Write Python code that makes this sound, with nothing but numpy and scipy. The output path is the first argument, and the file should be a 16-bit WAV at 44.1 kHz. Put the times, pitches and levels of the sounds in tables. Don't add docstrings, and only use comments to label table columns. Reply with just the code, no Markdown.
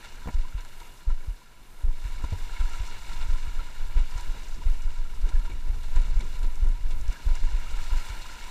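import sys
import numpy as np
from scipy import signal
from scipy.fft import rfft, irfft
from scipy.io import wavfile

SR = 44100
rng = np.random.default_rng(int(sys.argv[2]) if len(sys.argv) > 2 else 0)


def master_out(mix):
    frames = np.transpose(np.atleast_2d(mix))
    ceiling = np.clip(frames, -1, 1)
    pcm = np.round(ceiling * 32767).astype(np.int16)
    wavfile.write(sys.argv[1], SR, pcm)


N = 374850
TIME = np.arange(N) / SR
FREQS = np.maximum(np.fft.rfftfreq(2 ** 15, 1 / SR), 1)

# (arrival [s], rise [s], crest [dB], ebb [dB/s])
WAVES = [(-0.25, 0.16, -52, 7), (.47, 0.39, -58, 30), (1.84, 0.22, -51.5, 2.5), (2.05, 0.66, -49, 4.5),
         (3.7, 0.48, -52.5, 14), (5.0, 0.32, -57, 6.5), (5.8, 0.19, -53, 5.5), (6.95, 0.18, -51, 0),
         (7.25, 0.76, -47, 2.5)]
# (time [s], slap of water [dB], spray [dB], slap decay [s])
SPLASHES = [(.035, -48, -53, 0.022), (0.574, -47, -60, 0.021), (.648, -54, -53, 0.0054),
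            (0.798, -51.5, -52, 0.01), (1.098, -53, -62, 0.009), (1.8, -57, -57, 0.023),
            (2.03, -55, -60, 0.04), (2.55, -52, -65, 0.015), (2.905, -45.5, -62, 0.019),
            (3.118, -59, -49, 0.0063), (3.208, -46, -51, 0.011), (3.355, -52, -50, 0.021),
            (3.588, -48, -69, 0.026), (3.965, -45.5, -58, 0.016), (4.17, -52, -55, 0.081),
            (4.33, -52, -76.5, 0.041), (5.286, -47, -49, 0.0083), (5.35, -56, -66, 0.015),
            (5.445, -49, -57, 0.014), (5.495, -49, -57, 0.023), (5.728, -53.5, -59.5, 0.022),
            (5.83, -54, -54, 0.027), (5.955, -46.5, -53, 0.025), (6.195, -51, -56, 0.019),
            (6.335, -51, -56.5, .028), (6.425, -49.5, -52, 0.015), (6.903, -48, -50.5, 0.011),
            (7.105, -51, -56, 0.022), (7.345, -46.5, -55, 0.019)]
# (time [s], level [dB], decay [s])
SLOSHES = [(1.068, -56, 0.025), (1.86, -53, 0.027), (3.115, -55.5, 0.038), (3.29, -55, 0.014),
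           (3.945, -52, 0.045), (4.335, -51, 0.038), (4.56, -52, 0.067), (5.26, -49.5, 0.04),
           (5.39, -67, 0.027), (5.49, -51, 0.028), (5.755, -56, 0.019), (5.95, -58, 0.036),
           (6.195, -47.5, 0.038), (6.429, -51, 0.016), (6.64, -48.5, 0.027), (6.895, -56.5, 0.017),
           (7.43, -55, 0.015), (7.91, -58, 0.026)]
# (time [s], level before colouring [dB])
DROPLETS = [(0.606, -51), (2.875, -46), (4.178, -46), (4.207, -45), (4.483, -49.5), (4.698, -52),
            (4.82, -50), (5.96, -46), (6.193, -49), (6.391, -49.5), (6.554, -48), (6.67, -54), (6.686, -53),
            (7.011, -50), (7.079, -49), (7.126, -48), (7.353, -43)]
# (time [s], pitch [Hz], level [dB])
RINGING_SLAPS = [(0.448, 1010, -43), (.813, 950, -42.5), (1.1, 1360, -45), (1.101, 970, -46),
                 (1.415, 990, -49.5), (2.561, 2200, -41), (2.672, 965, -45), (3.207, 1370, -43),
                 (3.355, 1010, -43), (3.592, 1350, -38.5), (4.196, 970, -41), (4.617, 964, -42.5),
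                 (5.309, 970, -47), (5.354, 1674, -46.5), (5.476, 956, -43), (5.516, 2290, -45.5),
                 (6.2, 2255, -44), (6.439, 982, -46.5), (6.901, 1420, -49), (7.162, 1620, -44),
                 (7.932, 985, -42)]
# (time [s], buffeting before trim [dB])
GUSTS = [(0, -36.5), (.7, -36.5), (1.1, -42.5), (1.8, -40.5), (2.25, -23.5), (2.93, -33), (3.3, -26),
         (3.7, -28.5), (4.2, -26), (4.47, -28.5), (5.0, -23.5), (5.12, -25.5), (5.55, -19.5), (5.8, -25.5),
         (6.2, -21.5), (6.48, -25), (6.8, -21.5), (7.2, -23), (7.45, -21), (7.8, -24.5), (8.15, -33.5),
         (8.5, -35)]
# (time [s], level [dB], width [s])
BUFFETS = [(2.531, -21, 0.017), (3.104, -20.5, 0.012), (3.591, -27.5, 0.0076), (3.74, -26.5, .016),
           (4.161, -24, 0.0074), (4.298, -17, .011), (4.534, -20.5, 0.015), (4.765, -20, 0.026),
           (4.875, -14.5, .013), (4.996, -18, 0.015), (5.243, -9.5, 0.012), (5.45, -17, 0.015),
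           (5.545, -18, 0.0082), (5.701, -18.5, 0.008), (6.175, -10, 0.012), (6.857, -15, 0.011),
           (7.09, -13, 0.0085), (7.547, -14.5, 0.01), (7.78, -27, 0.012)]
# (time [s], knock before its low-pass [dB], knock decay [s], scrape before colouring [dB],
# scrape decay [s], wall ring before mode level [dB], thud [dB], thud pitch [Hz])
BUMPS = [(0.259, -28.5, .0016, -44, .004, -52, -30, 55),
         (0.273, -26, 0.0015, -36.5, 0.0061, -35, -30, 54.7),
         (0.2837, -30, 0.0014, -36, .008, -40, -40, 131), (0.2892, -41, 0.001, -46, 0.012, -37, -47, 60),
         (2.2402, -25.5, 0.003, -39.5, 0.0063, -34.5, -22, 56),
         (2.323, -32, 0.0029, -40, .02, -50, -20, 85)]
# (time [s], lub [dB], dub [dB], width of the lub's first push [s])
BEATS = [(0.351, -12.5, -21.5, 0.0057), (1.08, -12, -20.5, 0.0057), (1.846, -12, -21.5, 0.0054),
         (2.607, -12, -20.5, 0.0059), (3.294, -14, -24.5, 0.0058), (3.969, -9.5, -23.5, 0.0062),
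         (4.665, -11.5, -25.5, .0055), (5.346, -12, -28, 0.0057), (5.967, -10, -31, 0.0066),
         (6.63, -11, -30.5, 0.0053), (7.271, -10, -27, 0.0053), (7.925, -12.5, -24.5, 0.0062)]
# (centre [Hz], width [Hz], boost or cut [dB])
CASE_RESONANCES = [(975.5, 169, 14), (1145, 131, -14), (1386, 134, 8.5), (1658, 215, 4), (2231, 233, 8.5),
                   (2843, 264, 10), (3160, 460, -3), (3530, 210, 6.5), (3830, 200, 6.5), (4246, 88, 8.5),
                   (4990, 420, 3), (5900, 400, 3), (7330, 390, 6)]
# (pitch [Hz], relative level [dB], decay [s])
WALL_MODES = [(983, -2, 0.0058), (650, -11.5, 0.003)]

# (frequency [Hz], relative density [dB per Hz])
WATER_SPECTRUM = [(100, 0), (300, 2), (600, 2.5), (1000, 5), (2000, 2), (3000, -3), (4200, -4),
                  (8000, -42.5), (15000, -50)]
FOAM_SPECTRUM = [(1500, -14.5), (2600, 1), (3600, 0.5), (5000, 1), (7000, -0.5), (8500, -3), (10500, -10.5),
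                 (15000, -12.5)]
SURGE_SPECTRUM = [(40, -4), (120, 5.5), (220, -1.5), (350, -3), (600, -9.5), (1200, -9.5), (4000, -36.5)]
SPRAY_SPECTRUM = [(1500, 6), (2600, 1), (3600, 11.5), (5000, 9), (7000, 9), (8500, 8), (10500, 1),
                  (15000, -20)]
SLOSH_SPECTRUM = [(60, -12.5), (150, 5.5), (300, -1.5), (550, -8.5), (900, -20.5), (3000, -40)]
TICK_SPECTRUM = [(1500, -27), (3500, -22), (5500, 7), (8000, 2), (10500, -11), (15000, -13)]
WIND_SPECTRUM = [(5, -16.5), (11, 0.5), (18, 1.5), (30, -8.5), (45, -19.5), (65, -25), (100, -32),
                 (160, -45), (300, -54), (1000, -99)]
SCRAPE_SPECTRUM = [(60, 7.5), (200, 2.5), (330, 1.5), (450, -1), (700, -4), (1000, -12.5), (2000, -15),
                   (3500, -32), (9000, -34)]
HISS_SPECTRUM = [(100, 12), (1000, 6), (5000, -2), (9000, -1), (12000, -1), (15000, -8)]

CALM_DB = -63.5
FULL_WASH_DB = -50
CHURN_DB, CHURN_FOLLOW = -58.5, 0.2
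FOAM_FOLLOW = 1.01
PATTER_PER_S, PATTER_DB, PATTER_DECAY_S = 5.9, -1.5, 0.0051
SLAP_RING_DECAY_S, DROPLET_DECAY_S, THUD_DECAY_S = 0.0065, 0.0025, 0.014
DUB_SHARE = 0.272
TOP_HZ = 15200


def undb(db):
    return 10 ** (np.asarray(db) / 20)


def unit(x):
    return x / np.sqrt(np.mean(x ** 2))


def curve(rows, axis=1):
    rows = np.array(rows)
    return np.interp(TIME, rows[:, 0], rows[:, axis])


def walk(rate):
    knots = np.arange(0, TIME[-1] + 1, 1 / rate)
    return unit(np.interp(TIME, knots, rng.standard_normal(len(knots))))


def colour(x, points, extra_db=0):
    hz, db = np.transpose(points)
    gain = unit(undb(np.interp(np.log(FREQS), np.log(hz), db) + extra_db))
    cepstrum, half = irfft(np.log(gain)), len(FREQS) - 1
    cepstrum[1:half] *= 2
    cepstrum[half + 1:] = 0
    impulse = irfft(np.exp(rfft(cepstrum)))[:half]
    return signal.fftconvolve(x, impulse)[:N]


def case_db():
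    return sum(db / (1 + (2 * (FREQS - hz) / width) ** 2) for hz, width, db in CASE_RESONANCES)


def drops(rate, spread_db):
    hit = rng.random(N) < rate / SR
    size = undb(spread_db * np.minimum(rng.exponential(size=N), 4))
    return unit(hit * size * rng.choice([-1, 1], N))


def flicker(x, depth_db, rate):
    spectrum = rfft(x)
    octave = np.log2(np.clip(np.fft.rfftfreq(N, 1 / SR), 700, 11200) / 700)
    total = np.zeros(N)
    for k in range(5):
        band = irfft(spectrum * np.maximum(1 - abs(octave - k), 0), N)
        total += band * undb(depth_db * walk(rate))
    return unit(total)


def bubbles(count, low_hz, high_hz, cycles, spread_db):
    out = np.zeros(N + SR)
    for when, size, strength in rng.random((count, 3)):
        hz = low_hz * (high_hz / low_hz) ** size
        life = np.arange(int(4 * cycles / hz * SR)) * hz / (cycles * SR)
        ring = np.exp(-life) * np.sin(2 * np.pi * cycles * life * (1 + 0.017 * life))
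        first = int(when * N)
        out[first:first + len(ring)] += ring * undb(spread_db * min(-np.log(1 - strength), 4))
    return unit(out[:N])


def bursts(times, dbs, decays, rise, ring_hz=None):
    out, age = np.zeros(N + SR), TIME[:SR // 3]
    for k, (s, db, decay) in enumerate(zip(times, dbs, decays)):
        shape = (1 - np.exp(-age / rise)) * np.exp(-age / decay)
        swing = 1 if ring_hz is None else -np.sin(2 * np.pi * ring_hz[k] * age)
        out[int(s * SR):][:len(age)] += undb(db) * swing * shape / shape.max()
    return out[:N]


def swell_db():
    power = undb(CALM_DB) ** 2
    for s, rise, db, ebb in WAVES:
        age = TIME - s
        build = np.clip(age / rise, 0, 1) ** 2
        crest = undb(db - ebb * np.maximum(age - rise, 0)) ** 2
        power = power + build * crest
    return 10 * np.log10(power)


def sea(case, water_db=-2.0, foam_db=-3.5, spurt_db=0.5, churn_spurt_db=2.5):
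    wash_db = swell_db() + spurt_db * walk(15)
    fullness_db = wash_db - FULL_WASH_DB
    patchy_db = np.interp(wash_db, [-54, -47], [2.2, 1.65])
    water = flicker(drops(rate=2500, spread_db=0) + rng.standard_normal(N), patchy_db, rate=90)
    rings = 0.3 * bubbles(count=3500, low_hz=1100, high_hz=7500, cycles=5, spread_db=2.5)
    tumble = colour(undb(wash_db + water_db) * (water + rings), WATER_SPECTRUM, case)
    foam = flicker(drops(rate=4000, spread_db=4) + rng.standard_normal(N), 0.92 * patchy_db, rate=90)
    foam_level_db = FULL_WASH_DB + FOAM_FOLLOW * fullness_db + foam_db
    fizz = colour(undb(foam_level_db) * foam, FOAM_SPECTRUM, case)
    churn_level_db = CHURN_DB + CHURN_FOLLOW * fullness_db + churn_spurt_db * walk(25)
    churn = colour(rng.standard_normal(N) * undb(churn_level_db), SURGE_SPECTRUM)
    return tumble + fizz + churn


def sloshes(rise_s=0.013, gurgle_db=-3):
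    s, db, decay = np.transpose(SLOSHES)
    gurgle = bubbles(count=900, low_hz=170, high_hz=620, cycles=2.5, spread_db=1.5)
    rush = colour(rng.standard_normal(N), SLOSH_SPECTRUM)
    return bursts(s, db, decay, rise=rise_s) * (rush + undb(gurgle_db) * gurgle)


def ringing_slaps():
    s, hz, db = np.transpose(RINGING_SLAPS)
    return bursts(s, db, np.full(len(s), SLAP_RING_DECAY_S), rise=0.005, ring_hz=hz)


def droplets(case):
    s, db = np.transpose(DROPLETS)
    tick = bursts(s, db, np.full(len(s), DROPLET_DECAY_S), rise=0.0015)
    return colour(tick * rng.standard_normal(N), TICK_SPECTRUM, case)


def patter(spray_db=-2):
    s = rng.random(int(PATTER_PER_S * N / SR)) * TIME[-1]
    slap_db = np.interp(s, TIME, swell_db()) + PATTER_DB
    return np.column_stack([s, slap_db, slap_db + spray_db, np.full(len(s), PATTER_DECAY_S)])


def splashes(case, rise_s=0.017, patchy_db=3, lumpy_db=2):
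    s, slap_db, spray_db, decay = np.vstack([SPLASHES, patter()]).T
    lumps = flicker(rng.standard_normal(N), lumpy_db, rate=120)
    slap = bursts(s, slap_db, decay, rise=rise_s) * lumps
    specks = flicker(drops(rate=6000, spread_db=6.5), patchy_db, rate=80)
    spray = bursts(s, spray_db, 0.72 * decay, rise=rise_s) * specks
    return colour(slap, WATER_SPECTRUM, case) + colour(spray, SPRAY_SPECTRUM, case)


def wind(wind_db=-1.5, gust_spread_db=2.8):
    level_db = curve(GUSTS) + wind_db + gust_spread_db * walk(11)
    out = colour(rng.standard_normal(N), WIND_SPECTRUM) * undb(level_db)
    for s, db, width in BUFFETS:
        age = (TIME - s) / width
        out += undb(db) * 2 * age * np.exp(-np.minimum(age ** 2, 50))
    return out


def rustle(motion, case, rustle_db=-35):
    return undb(rustle_db) * colour(abs(motion) * rng.standard_normal(N), SCRAPE_SPECTRUM, case)


def bumps(case):
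    s, knock_db, knock_s, scrape_db, scrape_s, wall_db, thud_db, thud_hz = np.transpose(BUMPS)
    low_pass = signal.butter(2, 1500, fs=SR, output="sos")
    knock = -signal.sosfilt(low_pass, bursts(s, knock_db, knock_s, rise=0.0005))
    scrape = bursts(s, scrape_db, scrape_s, rise=0.002) * drops(rate=6000, spread_db=1)
    ring = np.zeros(N)
    for hz, db, decay in WALL_MODES:
        ring += bursts(s, wall_db + db, np.full(len(s), decay), rise=0.0012, ring_hz=np.full(len(s), hz))
    thud = bursts(s, thud_db, np.full(len(s), THUD_DECAY_S), rise=0.0028, ring_hz=thud_hz)
    return knock + colour(scrape, SCRAPE_SPECTRUM, case) + ring + thud


def thump(times, dbs, first_widths, split, second_width, second_db, chest_hz, damping):
    push = np.zeros(N)
    for s, db, first_width in zip(times, dbs, first_widths):
        near = slice(max(int((s - 0.1) * SR), 0), int((s + 0.2) * SR))
        age = TIME[near] - s
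        first = np.exp(-(age / first_width) ** 2)
        second = undb(second_db) * np.exp(-((age - split) / second_width) ** 2)
        push[near] += undb(db) * (first + second)
    w = 2 * np.pi * chest_hz
    b, a = signal.bilinear([1, 0, 0], [1, damping * w, w * w], SR)
    return signal.lfilter(b, a, push)


def heart(lub_db=-0.5, dub_db=1):
    s, first_db, second_db, width = np.transpose(BEATS)
    lub = thump(s, first_db + lub_db, width, split=0.041, second_width=0.008, second_db=-1,
                chest_hz=14.36, damping=0.29)
    dub_s = s + DUB_SHARE * np.gradient(s)
    dub = thump(dub_s, second_db + dub_db, np.full(len(s), 0.004), split=0.024, second_width=0.007,
                second_db=-5, chest_hz=32, damping=0.6)
    return lub + dub


def scene():
    case = case_db()
    water = sea(case) + sloshes() + ringing_slaps() + droplets(case) + splashes(case)
    motion = wind() + heart()
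    return (water + motion + rustle(motion, case) + bumps(case))[None]


def record(dry, hiss_db=-60.5, waver_db=2.0, whine_db=-86):
    hiss = undb(hiss_db + waver_db * walk(10)) * colour(rng.standard_normal(N), HISS_SPECTRUM)
    whine = undb(whine_db) * np.sin(2 * np.pi * 10000 * TIME)
    top_cut = signal.ellip(10, 0.2, 80, TOP_HZ, fs=SR, output="sos")
    return signal.sosfilt(top_cut, dry + hiss + whine)


dry = scene()
out = record(dry)
master_out(out)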